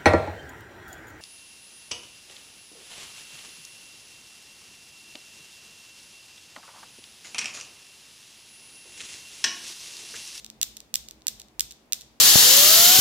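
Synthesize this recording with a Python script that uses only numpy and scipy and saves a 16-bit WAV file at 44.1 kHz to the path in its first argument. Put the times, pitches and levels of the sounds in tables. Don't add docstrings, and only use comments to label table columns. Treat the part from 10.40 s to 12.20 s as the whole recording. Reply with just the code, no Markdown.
import sys
import numpy as np
from scipy import signal
from scipy.fft import rfft, irfft
from scipy.io import wavfile

SR = 44100
rng = np.random.default_rng(int(sys.argv[2]) if len(sys.argv) > 2 else 0)


def to_wav(sig):
    pcm = np.clip(np.atleast_2d(sig), -1, 1) * 32767
    pcm = np.round(pcm).astype(np.int16)
    wavfile.write(sys.argv[1], SR, pcm.T)


N = 79380
LEAD = SR // 4

# frequency_hz, level_db (re unit white noise)
NOISE_SPECTRUM = [(20, -59), (40, -51.5), (90, -52), (250, -46), (420, -49), (780, -51), (1100, -55.5),
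                  (1500, -59.5), (2500, -59), (4000, -67), (7000, -68), (10000, -71), (15000, -72)]
# centre_hz, half_width_hz (power falls to exp(-2)), level_db (re unit white noise)
HUM_BANDS = [(58.3, 10.8, -35.5), (129, 22.3, -43), (216.7, 11.7, -35.5), (315.8, 6.5, -37)]
# frequency_hz, correlation (0-1)
NOISE_CORRELATION = [(30, 0.89), (120, 0.78), (280, 0.93), (700, 0.57), (1500, 0), (8000, 0)]
# time_s, gain_db
RUMBLE_GAIN = [(.04, 0.5), (.19, 0), (.32, 4.5), (.39, -3.5), (.6, 8.5), (.75, 1), (.87, -4), (.95, 9),
               (1.12, -6), (1.23, 10), (1.36, -6.5), (1.52, -5), (1.64, 1.5), (1.8, -3.5)]
RUMBLE_TOP_HZ = 154

# start_s, level_db (relative), tilt_db_per_octave
BALL_CONTACTS = [ (-.112, -13, -20), (-.096, 6.5, 0.5), (0.0465, -14.5, -3.5), (.0640, -18.5, -4.5),
                 (0.1014, -16, -3.5), (.21489, .8, 0), (.22945, -.3, 0), (.23094, 0, -.5),
                 (.23122, .3, -.5), (0.3686, -16, -1), (.3716, -16.5, -1.5), (0.4042, -18, -1),
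                 (.54142, .8, 0), (.55605, -.5, .3), (.55641, -.6, 0), (.55698, -2.5, 0),
                 (0.6855, -26, -16), (0.6869, -16, -2), (0.7107, -17, -1), (0.809, -41, -8),
                 (.8201, -30.5, -11), (.86924, -.3, 0), (.88185, -3, .5), (.88201, -3, 0), (.88439, -2, -1),
                 (.9982, -20.5, 2), (1.0009, -18.5, -5), (1.0175, -19.5, -4), (1.0851, -33.5, -5),
                 (1.19584, 0, 0), (1.20688, 0, .3), (1.20724, 0, .3), (1.20779, 0, .3), (1.3098, -18.5, -1),
                 (1.3141, -19.5, -3.5), (1.3222, -22, 0), (1.52344, -1, 0), (1.53226, -1, 0),
                 (1.53271, -.3, 0), (1.53305, -1, 0), (1.61, -21, -1.5), (1.613, -22, -1.5),
                 (1.6190, -22, -3)]
# frequency_hz, left_db, right_db (relative)
ROOM_SPECTRUM = [(300, -45, -45), (800, -24, -25), (1300, -19, -21), (2000, -13, -17), (2800, -9, -12.5),
                 (3550, 0, -11.5), (4500, -4.5, -7.5), (5500, -3.5, -5), (7300, -9, -3.5),
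                 (9000, -11, -7.5), (10000, -15, -14), (13800, -15, -6), (15400, -17, -11),
                 (16000, -28, -26)]
# frequency_hz, t60_s
ROOM_DECAY = [(500, 0.3), (2500, 0.54), (4500, 0.52), (8000, 0.37), (14000, .27)]
LATE_DB, ROOM_DELAY_S, ROOM_RISE_S = -5, .0055, .006
EARLY_DB, EARLY_T60_S = -2.5, .042

# frequency_hz, left_db, right_db (relative)
CLICK_SPECTRUM = [(200, -45, -45), (700, -30, -32), (1100, -16.5, -23), (1600, -15.5, -11.5),
                  (2100, -18.5, -8), (2700, -4.5, -2.5), (3600, 8.3, 2.8), (4750, 2, 2.5), (5300, 6.5, 8),
                  (6500, .8, 8), (7600, -6, 8.3), (8900, -8.5, 4.8), (10200, -9, -2), (11300, -11, -.5),
                  (12800, -8.5, 4.8), (14400, -2, 6), (15800, -13, -2)]
# delay_ms, left_gain, right_gain (re the direct click)
NEAR_ECHOES = [(.47, .62, .03), (1.12, .27, .06)]
# frequency_hz, t60_s, left_db, right_db (relative)
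FRAME_MODES = [(3550, .010, -29, -46), (7900, .008, -44, -38), (14200, .007, -42, -34)]
CLICK_DB = -0.33
SCATTER_DB, SCATTER_T60_S = -14.5, .0045
LEFT_LAG_MS = .032
BAND_LIMIT_HZ = 16000


def amp(db):
    return 10 ** (np.asarray(db) / 20)


def read(points, hz, axis=1):
    table = np.array(points, float)
    return np.interp(np.log(hz + 1), np.log(table[:, 0]), table[:, axis])


def decay(t, t60_s):
    return np.exp(-np.log(1000) * t / t60_s)


def add(mix, s, sound):
    part = mix[LEAD + round(s * SR):][:len(sound)]
    part += sound[:len(part)]


def minimum_phase_pulse(db):
    log_gain = np.log(amp(np.r_[db, db[-2:0:-1]]))
    spectrum = np.exp(np.conj(signal.hilbert(log_gain)))
    return np.fft.ifft(spectrum).real[:len(db)]


def background():
    hz = np.fft.rfftfreq(N, 1 / SR)
    shared, separate = rfft(rng.standard_normal((2, N)))
    power = amp(read(NOISE_SPECTRUM, hz)) ** 2
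    for centre, width, db in HUM_BANDS:
        power += amp(db) ** 2 * np.exp(-2 * ((hz - centre) / width) ** 2)
    same = np.clip(read(NOISE_CORRELATION, hz), 0, 1)
    right = same * shared + np.sqrt(1 - same ** 2) * separate
    return irfft(np.array([shared, right]) * np.sqrt(power), N)


def rumble_swell(noise):
    hz = np.fft.rfftfreq(N, 1 / SR)
    rumble = irfft(rfft(noise) / (1 + (hz / RUMBLE_TOP_HZ) ** 8), N)
    gain_db = np.interp(np.arange(N) / SR, *np.transpose(RUMBLE_GAIN))
    return noise + rumble * (amp(gain_db) - 1)


def contacts(count=4):
    hz = np.fft.rfftfreq(256, 1 / SR)
    pushes = np.zeros((count, LEAD + N))
    octaves = np.log2(np.maximum(hz, 4500) / 6000)
    for k, (s, db, tilt) in enumerate(BALL_CONTACTS):
        add(pushes[k % count], s, amp(db) * minimum_phase_pulse(tilt * octaves))
    return pushes


def room(axis):
    t = np.arange(SR * 3 // 4) / SR
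    late, early = rng.standard_normal((2, len(t)))
    early = early * decay(t, EARLY_T60_S)
    early = early / np.linalg.norm(early)

    hz, when, bands = signal.stft(late, SR, nperseg=256)
    rate = np.log(1000) / read(ROOM_DECAY, hz)[:, None]
    bands = bands * np.exp(-rate * when) * np.sqrt(2 * rate / SR)
    late = signal.istft(bands, SR)[1][:len(t)]

    tail = amp(LATE_DB) * late + amp(EARLY_DB) * early
    tail = tail * np.minimum(t / ROOM_RISE_S, 1)
    hz = np.fft.rfftfreq(1024, 1 / SR)
    colour = minimum_phase_pulse(read(ROOM_SPECTRUM, hz, axis=axis + 1))
    return np.r_[np.zeros(round(ROOM_DELAY_S * SR)), signal.fftconvolve(tail, colour)]


def click(axis):
    hz, t = np.fft.rfftfreq(2048, 1 / SR), np.arange(2048) / SR
    pulse = minimum_phase_pulse(read(CLICK_SPECTRUM, hz, axis=axis + 1))

    def delay(ms):
        return np.exp(-2j * np.pi * hz * ms / 1000)

    scatter = rng.standard_normal(len(t)) * t * decay(t, SCATTER_T60_S)
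    paths = 1 + amp(SCATTER_DB) * rfft(scatter / np.linalg.norm(scatter))
    for echo in NEAR_ECHOES:
        paths = paths + echo[axis + 1] * delay(echo[0])

    ring = np.zeros(len(t))
    for mode in FRAME_MODES:
        ring += amp(mode[axis + 2]) * decay(t, mode[1]) * np.cos(2 * np.pi * mode[0] * t)

    spectrum = amp(CLICK_DB) * rfft(pulse, len(t)) * paths + rfft(ring)
    return irfft(spectrum * delay(LEFT_LAG_MS * (1 - axis)))[:len(hz)]


def scene():
    out = rumble_swell(background())
    for pushes in contacts():
        for side in range(2):
            for path in (click(axis=side), room(axis=side)):
                out[side] += signal.fftconvolve(pushes, path)[LEAD:LEAD + N]
    return out


def record(dry):
    low_pass = signal.firwin(101, BAND_LIMIT_HZ, window=("kaiser", 7), fs=SR)
    return signal.oaconvolve(dry, low_pass[None], "same")


dry = scene()
out = record(dry)
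to_wav(out)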